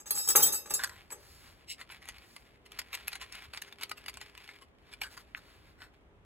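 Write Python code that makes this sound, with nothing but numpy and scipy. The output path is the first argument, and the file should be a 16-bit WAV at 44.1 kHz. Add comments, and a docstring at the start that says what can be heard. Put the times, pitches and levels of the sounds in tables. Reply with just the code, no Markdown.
"""Charcoal starter and matchbox

On a garden table, steel and hard charcoal clink and scrape: random tiny impacts excite steel rings and a tray.
A hand fingers through a matchbox: impacts and rubs excite cardboard, matchsticks and a bright crackle;
its drawer slides open and a fingertip taps the shut box. Two close microphone ports hear this with a short
yard echo, over filtered noise for air and wind and a distant, wavering hum."""
import sys
import numpy as np
from scipy import signal
from scipy.fft import rfft, irfft
from scipy.io import wavfile
from scipy.ndimage import uniform_filter1d

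SR = 44100
rng = np.random.default_rng(int(sys.argv[2]) if len(sys.argv) > 2 else 0)


def to_wav(s):
    """Save 16-bit WAV."""
    ch = np.atleast_2d(s).T  # columns
    pcm = np.round(np.clip(ch, -1, 1) * 32767)  # PCM
    wavfile.write(sys.argv[1], SR, pcm.astype(np.int16))


N = 275620
TIME = np.arange(N) / SR


def undb(db):
    """Decibels to gain."""
    return 10 ** (np.asarray(db) / 20)


def unit(x):
    """Scale to an rms (average strength) of one."""
    return x / np.sqrt(np.mean(x ** 2))


def burst(x, db, seconds):
    """Scale so that the loudest stretch of this length has the given level."""
    power = uniform_filter1d(x ** 2, max(int(seconds * SR), 2), mode="constant")
    return x * undb(db) / np.sqrt(power.max())


def gain_curve(table):
    """Gain over time from a table of times and levels, silent outside it."""
    s, db = np.transpose(table)
    return undb(np.interp(TIME, s, db, left=-np.inf, right=-np.inf))


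def add(track, s, x):
    """Mix x into the track from time s on."""
    start = max(int(s * SR), 0)
    track[start:start + len(x)] += x[:N - start]


def colour(x, points):
    """Filter to the given (pitch_hz, level_db) curve, with no sound ahead of its cause."""
    size = 4096
    hz, db = np.transpose(points)
    log_hz = np.log(np.fft.rfftfreq(size, 1 / SR) + 1)
    log_gain = np.log(undb(np.interp(log_hz, np.log(hz), db)))
    # folding the cepstrum puts the filter's energy as early as possible
    cepstrum = irfft(log_gain)[:size // 2]
    cepstrum[1:] *= 2
    return signal.fftconvolve(x, irfft(np.exp(rfft(cepstrum, size))))[:len(x)]


def resonate(x, peaks):
    """Sum of resonances, each (pitch_hz, width_hz, level_db)."""
    return sum(undb(db) * signal.lfilter(*signal.iirpeak(hz, hz / width, fs=SR), x)
               for hz, width, db in peaks)


def grains(count, per_second, spread_db):
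    """Random tiny impacts of uneven size, rms one."""
    sizes = rng.standard_normal(count) * undb(spread_db * np.minimum(rng.exponential(size=count), 4))
    return unit(sizes * (rng.random(count) < per_second / SR) + 1e-9)


def fade(t, t60):
    """Exponential decay, 60 dB in t60 seconds."""
    return np.exp(-np.log(1000) * t / t60)


def walk(rate):
    """Smooth random wander with a spread near one, from `rate` random values per second."""
    k = int(SR / rate)
    steps = np.repeat(rng.standard_normal(N // k + 1), k)
    return unit(uniform_filter1d(uniform_filter1d(steps, k), k)[:N])


def swell(age, half):
    """Level of a stroke around its middle: grips fast, lets go slowly."""
    u = np.clip(age / half, -30, 30)
    return np.where(u < 0, np.exp(-.7 * u ** 2), 1 / np.cosh(1.37 * u))


APART = np.array([[1], [-1]])  # opposite signs at the two ports

# colour of the outdoor air: pitch_hz, level_db (per Hz)
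AIR_COLOUR = [(25, -20), (60, -3), (160, -3), (300, 0), (500, -4), (1000, -10), (2000, -18), (3400, -24),
              (4300, -35), (9000, -39), (16000, -48)]


def air(level_db=-66, side_db=-8):
    """Outdoor air: gently wavering noise, shared by both ports plus a part that differs between them."""
    mid, side = (unit(colour(rng.standard_normal(N), AIR_COLOUR)) * undb(.7 * walk(4.3)) for _ in range(2))
    side = colour(side, [(100, 2.5), (500, 1), (2000, 12.5)]) * undb(side_db)
    return undb(level_db) * (mid + side * APART)


def wind(level_db=-65.5, gust_db=2.5, gust_rate=9, side_db=-12):
    """Wind rumble: low noise that swells and sinks in random gusts."""
    rumble = [(20, -34.5), (35, -7), (55, 3.0), (100, -5), (200, -17.5), (800, -52.0), (4000, -79.0)]
    shared, own = (unit(colour(rng.standard_normal(N), rumble)) for _ in range(2))
    return undb(level_db + gust_db * walk(gust_rate)) * (shared + undb(side_db) * own * APART)


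# resonances of the tray on the wooden table: pitch_hz, width_hz, level_db
TRAY_RESONANCES = [(174, 31, 1), (324, 110, -4.5), (416, 22, 6.5), (468, 20, 0.5), (553, 190, 0.5),
                   (851.6, 53, 8), (934, 40, -0.5), (1176, 120, 6), (1286, 22, -3.5), (1464, 32, -1.5),
                   (1630, 60, 1), (2300, 1100, -11.5)]


def tray(push):
    """The heavy tray and the table answer mostly in the low and middle range."""
    return colour(resonate(push, TRAY_RESONANCES),
                  [(60, -9.5), (140, -4.5), (2300, -0.5), (3300, -3.5), (6000, -24)])


# steel rings, many in close pairs that beat: pitch_hz, level_db, free_ring_s (60 dB fade, before damping)
STEEL_RINGS = [(2649, -22, .5), (3200, -31, 0.19), (3730, -18, 0.52), (3777, -17.5, .5), (4285, -15, .35),
               (4590, -20.5, .35), (5033, -6, .26), (5104, -3.5, .28), (6355, -1, 0.19), (6360, -10, .6),
               (6896, -28.5, 0.26), (7570, -4, 0.23), (7780, 7.5, 0.18), (8030, -9.5, .25),
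               (7870, -17, 0.23), (8807, 3.5, 0.12), (8250, -10, 0.15), (9680, -2.5, .25),
               (9860, -3.5, .25), (10330, -12, .2), (10770, -7.5, 0.3), (10626, -21, .3), (9960, -6.5, .25),
               (11700, -9.5, 0.38), (11708, -6, 0.38), (11870, -4, 0.16), (13300, -13, 0.34),
               (13006, -2, 0.23), (13200, -2, .25), (13522, -4.5, .25), (15000, -4, .22),
               (15500, -13, 0.27)]
# dense, quickly damped clink around those rings: pitch_hz, level_db
CLINK_COLOUR = [(1500, -44), (4000, -6.5), (5600, -11), (6400, -3.5), (7000, -4.5), (7900, -3),
                (9000, -9.5), (10400, -1), (11100, 1.5), (11800, -6.5), (13300, -1), (14600, -19),
                (15300, -2.5), (16500, -13.5)]


def steel_ring(t, hold, lump_db=-3, scatter_db=4.5, low_db=2, low_hold=1.1, count=30):
    """One contact: steel rings weighted by where it lands, plus short modes of the touching lump."""
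    lump_t60 = .085  # seconds, before each mode's random share
    chance = rng.standard_normal((len(STEEL_RINGS), 2))
    rings = 0
    for (hz, db, t60), (a, b) in zip(STEEL_RINGS, chance):
        low = np.interp(hz, [5200, 7500], [1, 0])
        strength = undb(db + scatter_db * a + low * low_db) * np.sign(b)
        # a touch damps the low rings least
        rings = rings + strength * np.sin(2 * np.pi * hz * t) * fade(t, t60 * hold * low_hold ** low)
    pitches = np.interp(np.arange(count) + rng.random(count), [0, count], [2500, 15500])
    lump = sum(rng.standard_normal() * np.sin(2 * np.pi * hz * t) * fade(t, lump_t60 * rng.uniform(.5, 1.5))
               for hz in pitches)
    return unit(rings) + undb(lump_db) * unit(colour(lump, CLINK_COLOUR))


# the steel rings longer while it rocks; at rest its seat damps it (shares of the free ring time)
ROCK_START_S, ROCK_END_S = .34, .53
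ROCKING_RING, SEATED_RING = 0.72, 0.43
# blow colour: dB of change per dB of clink, and the clink level (dB) that sounds neutral
BRIGHT_PER_DB, NEUTRAL_DB = 0.34, -31.5
# steel and charcoal blows: start_s, clink_db, tray_knock_db, chatter_s
BLOW_LIST = [(0.0, -48, -60.5, 0.0037), (0.058, -44, -54.5, .025), (0.107, -22.5, -44.5, 0.0018),
             (0.2753, -27.5, -46.5, 0.0023), (0.2867, -20, -43.5, .002), (0.298, -25, -41.5, 0.013),
             (0.352, -25.5, -26.5, 0.0039), (0.3576, -15, -34.5, 0.0068), (0.397, -28.5, -36, 0.011),
             (0.4238, -16, -44.5, .009), (0.458, -25.5, -43, 0.015), (0.479, -31, -49, 0.0055),
             (0.522, -29, -56, 0.0076), (0.534, -32, -46.5, .011), (0.658, -48.5, -49.5, 0.0062),
             (0.697, -40.5, -57, 0.0061), (0.7057, -31.5, -40, 0.0036), (0.7374, -24, -54, 0.0036),
             (0.7496, -49, -53.5, 0.0092), (1.11, -43.5, -55.5, 0.011), (1.1201, -39, -47.5, .0041)]


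def blows(crack_db=-14, tray_t60=0.11, settle_db=-11, settle_t60=0.54):
    """Each blow is a brief chatter of tiny impacts that rings the steel and shakes the tray."""
    out, t = np.zeros(N), TIME[:SR * 2 // 3]
    for s, clink_db, knock_db, chatter in BLOW_LIST:
        hold = ROCKING_RING if ROCK_START_S < s < ROCK_END_S else SEATED_RING
        push = grains(len(t), 4000, 1.9) * np.exp(-(t / chatter) ** 2 / 2)
        ring = unit(signal.fftconvolve(push, steel_ring(t, hold))[:len(t)])
        clink = ring + undb(crack_db) * unit(colour(push, CLINK_COLOUR))
        # a harder contact favours the top rings, and the bottom half as much, over 7500 Hz
        bright_db = BRIGHT_PER_DB * (clink_db - NEUTRAL_DB)
        clink = colour(clink, [(4000, bright_db / 2), (7500, 0.0022), (10500, bright_db)])
        rattle = unit(push) + unit(grains(len(t), 800, 3.0) * fade(t, tray_t60))
        # the tray settles with a low clatter
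        clatter = unit(colour(grains(len(t), 1500, 2.0), [(500, 0), (1200, -11)]))
        settle = clatter * fade(t, settle_t60)
        knock = burst(tray(rattle), knock_db, .007) + burst(tray(settle), knock_db + settle_db, 0.023)
        add(out, s, burst(clink, clink_db, .004) + knock)
    return out


# charcoal slides over the steel: middle_s, stroke_db (before the ring and rumble levels), half_length_s
SCRAPE_LIST = [(0.157, -32, 0.013), (0.183, -29, 0.016), (0.247, -37.5, 0.051), (0.313, -37, 0.01),
               (0.442, -30, .018), (.55, -32.5, 0.021), (.76, -49, 0.093)]


def scrapes(ring_db=-2, rumble_db=-22):
    """Sliding is a stream of tiny impacts, ringing the steel at three points and rumbling the tray."""
    stroke = sum(undb(db) * swell(TIME - s, half) for s, db, half in SCRAPE_LIST)
    t = TIME[:SR * 2 // 3]
    out = np.zeros(N)
    # the scraping wanders between three contact points, each with its own ring
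    shares = undb(9.5 * np.array([walk(30) for _ in range(3)]))
    for share in shares / np.linalg.norm(shares, axis=0):
        answer = unit(steel_ring(t, hold=0.65, lump_db=-10.5)) / np.sqrt(len(t))
        push = share * stroke * grains(N, 3000, 2.5)
        out += undb(ring_db) * signal.fftconvolve(push, answer)[:N]
    return out + undb(rumble_db) * stroke * unit(tray(grains(N, 700, 3.0)))


def sticks(push, ring_db=5, sharpness=16, scatter_db=4.5, count=12):
    """A push rings a few matchsticks, at other pitches each time this is called."""
    pitches = np.geomspace(900, 11000, count) * rng.uniform(0.884, 1.126, count)
    peaks = [(hz, hz / sharpness, ring_db + scatter_db * rng.standard_normal())
             for hz in pitches.clip(100, .4 * SR)]
    return push + resonate(push, peaks)


# colour of the cardboard: pitch_hz, level_db
CARD_COLOUR = [(150, -20), (500, -1.5), (850, 2.5), (1500, 1), (2600, -2.5), (3800, -2), (5000, -9),
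               (7000, -37.5)]


def box_body(push, hz, width_share, panel_db=-13):
    """The cardboard box: one resonance over the broad sound of its panels."""
    return colour(resonate(push, [(hz, hz * width_share, 0)]) + undb(panel_db) * push, CARD_COLOUR)


# the box resonates higher while its drawer is out
OPEN_S, SHUT_S = 1.711, 5.045
SHUT_HZ, OPEN_HZ = 1586, 2445


def box_hz(s, grip_scatter=0.055):
    """The box's resonance at time s: set by the drawer, shifted a little at random by each new grip."""
    hz = OPEN_HZ if OPEN_S < s < SHUT_S else SHUT_HZ
    return hz * np.exp(grip_scatter * rng.standard_normal())


# colour of the bright crackle: pitch_hz, level_db
CRACKLE_COLOUR = [(2500, -41), (4500, 6), (6000, -4.5), (7500, -1), (10500, 0.5), (13000, -3),
                  (16000, -9.5)]


def box_sound(push, hz, width_share, body_db, crackle_db, seconds):
    """One contact rings matchsticks, heard through the box body and as a bright crackle."""
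    push = sticks(push)
    body = burst(box_body(push, hz, width_share), body_db, seconds)
    return body + burst(colour(push, CRACKLE_COLOUR), crackle_db, seconds)


# how strongly the fingers stir the matches: time_s, level_db (before the rustle level)
STIR_CURVE = [(.78, -68), (.88, -60), (1.1, -68), (1.72, -70), (1.95, -58), (2.17, -58), (2.45, -70),
              (2.7, -62), (3.0, -52.5), (3.27, -58.5), (3.38, -53), (3.6, -58), (4.3, -59), (4.55, -58),
              (4.7, -82), (4.9, -68.5), (5.28, -71), (6.2, -77.5)]


def stirring(rustle_db=-1.5, crackle_db=-9, stray_db=-5, strays_per_s=25):
    """Fingers stir the matches: dense tiny impacts rustle, sparse ones tick, all through the box."""
    rustle = grains(N, 4000, 2.9) * undb(4.2 * walk(24.83))
    push = rustle + undb(stray_db) * unit(sticks(grains(N, strays_per_s, 0.97)))
    body = unit(box_body(push, 2340, width_share=0.44))
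    crackle = undb(crackle_db) * unit(colour(push, CRACKLE_COLOUR))
    return undb(rustle_db) * gain_curve(STIR_CURVE) * (body + crackle)


CONTACT_T = TIME[:SR // 6]
AGE = CONTACT_T - CONTACT_T[len(CONTACT_T) // 2]  # seconds since the contact
CONTACT = signal.unit_impulse(len(CONTACT_T), "mid")
# clicks of matches and cardboard: contact_s, body_db, crackle_db (relative to the body)
CLICK_LIST = [(0.794, -34, -19), (0.7996, -35, -16), (0.8194, -40, -22), (0.8368, -28.5, 2.5),
              (0.844, -30.5, 2), (0.8748, -41.5, -4), (0.895, -42, -2.5), (1.1052, -47.5, 0),
              (1.8136, -41.5, -6.5), (1.901, -44.5, -18), (2.0563, -48, -3), (2.088, -41, 3),
              (2.1839, -52, -0.5), (2.3646, -44.5, -1.5), (2.7198, -45.5, -2.5), (2.7907, -39, 4.5),
              (2.8167, -43, -5.5), (2.951, -35.5, 1.5), (3.0811, -30.5, 2.5), (3.131, -37.5, -4),
              (3.155, -40.5, -1), (3.214, -42.5, -3.5), (3.325, -48, 7), (3.3523, -42, -4),
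              (3.536, -38.5, -8), (3.5745, -36.5, -2.5), (3.6183, -49, 6.5), (3.7258, -42.5, -8.5),
              (3.812, -42.5, -2.5), (3.8351, -33.5, 1.5), (3.896, -46.5, 4.5), (3.9159, -31.5, -7.5),
              (4.0623, -40, -4), (4.083, -36, -3), (4.0967, -42.5, 0.5), (4.1415, -48, 1.5),
              (4.1723, -43.5, 0.5), (4.2141, -40, -5), (4.3777, -42.5, -7.5), (4.4773, -47, -6),
              (4.4912, -40.5, -18), (4.938, -43, -5.5), (5.0169, -29, -9.5), (5.819, -43.5, -13)]


def clicks(bounce_db=-23, bounce_t60=.03, slip_db=-19, slip_s=0.0016):
    """A stick slips for a moment as it snaps, then its neighbours settle in tiny impacts."""
    out = np.zeros(N)
    for s, db, crackle_db in CLICK_LIST:
        slip = undb(slip_db) * np.exp(-abs(AGE) / slip_s)
        bounce = undb(bounce_db) * fade(abs(AGE), bounce_t60) * (AGE > 0)
        push = CONTACT + (slip + bounce) * grains(len(AGE), 3500, 2.7)
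        add(out, s + AGE[0], box_sound(push, box_hz(s), 0.2, db, db + crackle_db, 0.0017))
    return out


# short rubs of fingers, matches and cardboard: middle_s, body_db (before the rub level), half_length_s
RUB_LIST = [(0.812, -48, 0.01), (0.84, -44, 0.019), (0.93, -56, 0.029), (1.81, -51, .015),
            (1.921, -50, .011), (2.034, -58.5, 0.018), (2.091, -47, .013), (2.663, -56.5, 0.007),
            (2.794, -36, 0.0042), (2.942, -38, 0.0094), (3.08, -43, 0.0047), (3.125, -49.5, 0.0094),
            (3.157, -47, 0.01), (3.225, -45, 0.014), (3.336, -52, 0.015), (3.545, -51.5, 0.0076),
            (3.569, -51, .011), (3.621, -41, 0.0034), (3.677, -56, 0.011), (3.83, -42, 0.011),
            (3.916, -49, 0.0044), (3.98, -51.5, .009), (4.087, -46, 0.0097), (4.22, -50, 0.011),
            (4.445, -57, 0.0084), (4.501, -57, .018), (4.627, -57, 0.014), (4.93, -52, 0.012),
            (5.018, -41.5, 0.0049), (5.036, -42, 0.0053), (5.051, -46.5, 0.023), (5.177, -48, 0.0073),
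            (5.377, -52.5, 0.012), (5.828, -54, 0.028)]


def rubs(level_db=-1, crackle_db=-4.5, usual_half_s=0.0093, dull_db=3):
    """A rub is a short stroke of tiny impacts; quick rubs crackle, slow ones are dull."""
    out = np.zeros(N)
    for s, db, half in RUB_LIST:
        # the crackle falls by dull_db for each doubling of the length
        rub_crackle_db = crackle_db - dull_db * np.log2(half / usual_half_s)
        push = grains(len(AGE), 3000, 1.9) * swell(AGE, half)
        sound = box_sound(push, box_hz(s), .4, db, db + rub_crackle_db, 2 * half)
        add(out, s + AGE[0], undb(level_db) * sound)
    return out


# skin on the sleeve: middle_s, body_db (before the swish level), half_length_s, hiss_db (relative to the body)
SWISH_LIST = [(1.32, -64, 0.14, 4), (1.477, -62, 0.048, -5.5), (2.32, -68, 0.097, 4),
              (4.892, -62.5, 0.037, -11), (5.13, -56, .025, -1), (5.205, -58, .017, -2.5),
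              (5.5, -63, 0.12, -6), (5.69, -68, .04, -7)]


def swishes(level_db=-1):
    """Skin slides smoothly over the sleeve as the grip changes: very dense impacts as body and hiss."""
    out = np.zeros(N)
    skin = grains(N, 15000, 0.92)
    body = unit(box_body(skin, 2120, width_share=1.0))
    hiss = unit(colour(skin, CRACKLE_COLOUR))
    for s, db, half, hiss_db in SWISH_LIST:
        out += undb(level_db + db) * swell(TIME - s, half) * (body + undb(hiss_db) * hiss)
    return out


# the sleeve's resonances: pitch_hz, width_hz, level_db
SLEEVE_RESONANCES = [(2180, 170, -1.5), (2820, 370, 2), (4020, 690, -1.5), (5000, 320, 0.5),
                     (7760, 1000, -4.5), (9560, 410, -15), (13280, 1200, -22)]


def drawer_slide(level_db=-38, half_s=0.017):
    """The drawer slides out: a stroke of dense tiny impacts rings its sleeve."""
    friction = colour(grains(N, 9000, 2.1), [(1200, -35.0), (2100, 6.0)])
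    return undb(level_db) * swell(TIME - OPEN_S, half_s) * unit(resonate(friction, SLEEVE_RESONANCES))


# the hum swells and fades: time_s, level_db
HUM_LEVEL = [(2.4, -81), (2.8, -74), (3.45, -77), (3.65, -68.5), (4.45, -70), (5.2, -79.5), (6.25, -77)]


def hum(pitch_hz=404):
    """Distant hum: one sine whose pitch and level waver at random."""
    wavering_hz = pitch_hz * (1 + 0.00807 * walk(30))
    tone = np.sin(2 * np.pi * np.cumsum(wavering_hz) / SR)
    return gain_curve(HUM_LEVEL) * unit(tone * undb(3.3 * walk(12)))


def lid_tap(s=5.3487, level_db=-29.5, low_hz=1480, high_hz=2700):
    """A fingertip snaps against the closed box: one impulse kept to a narrow band."""
    out = np.zeros(N)
    band = signal.butter(3, [low_hz, high_hz], "band", fs=SR, output="sos")
    add(out, s + AGE[0], burst(signal.sosfilt(band, CONTACT), level_db, 0.0018))
    return out


def ports(x, phase, left_db):
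    """Two ports on one body: sound reaches them out of step, and the middle range leans left."""
    f = np.fft.rfftfreq(N, 1 / SR)
    turn = np.exp(.5j * np.interp(f, *np.transpose(phase)))
    lean = undb(np.interp(f, [200, 600, 2500, 9000], [0, left_db, left_db / 2, 0]) / 2)
    return irfft(rfft(x) * np.array([turn * lean, lean.clip(1e-9) ** -1 / turn]), N)


def yard(x, wet_db, t60):
    """Table, fence and house wall scatter a short echo, different at each port: fading random impacts."""
    t = TIME[:SR // 2]
    tone = [(100, -9), (500, 0.5), (2500, 0.0), (6000, 1.5), (15000, -7)]
    tails = [colour(grains(len(t), 5500, 0.69) * fade(t, t60) * (t > .003), tone) for _ in range(2)]
    return undb(wet_db) * np.array([signal.fftconvolve(x, unit(tail) / np.sqrt(len(t)))[:N] for tail in tails])


# phase of the left port ahead of the right (negative: behind), for each source: pitch_hz, phase_radians
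STEEL_PORT_PHASE = [(100, 0), (2000, -.6), (3500, -1.8), (5300, -3.4), (6400, -5.9), (7600, -6.6),
                    (8900, -9.4), (11700, -12.9), (13500, -15.7), (15300, -18.6)]
BOX_PORT_PHASE = [(100, 0), (1600, -.7), (3500, -.8), (5000, -3.2), (7000, -6.4), (9000, -9.4),
                  (13600, -15.7), (15400, -18.7)]


def scene():
    """The grill and the matchbox in the yard."""
    background = air() + wind()
    steel = blows() + scrapes()
    box = stirring() + clicks() + rubs() + swishes() + drawer_slide() + lid_tap()
    direct = ports(steel, STEEL_PORT_PHASE, left_db=4.0) + ports(box, BOX_PORT_PHASE, left_db=2.0)
    echo = yard(steel, wet_db=-10, t60=0.13) + yard(box, wet_db=-12.5, t60=0.074)
    return direct + echo + background + hum()


def record(dry):
    """The recorder cuts the top: a steep low-pass filter at 15900 Hz."""
    return signal.sosfilt(signal.ellip(10, .2, 70, 15900, fs=SR, output="sos"), dry)


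dry = scene()
out = record(dry)
to_wav(out)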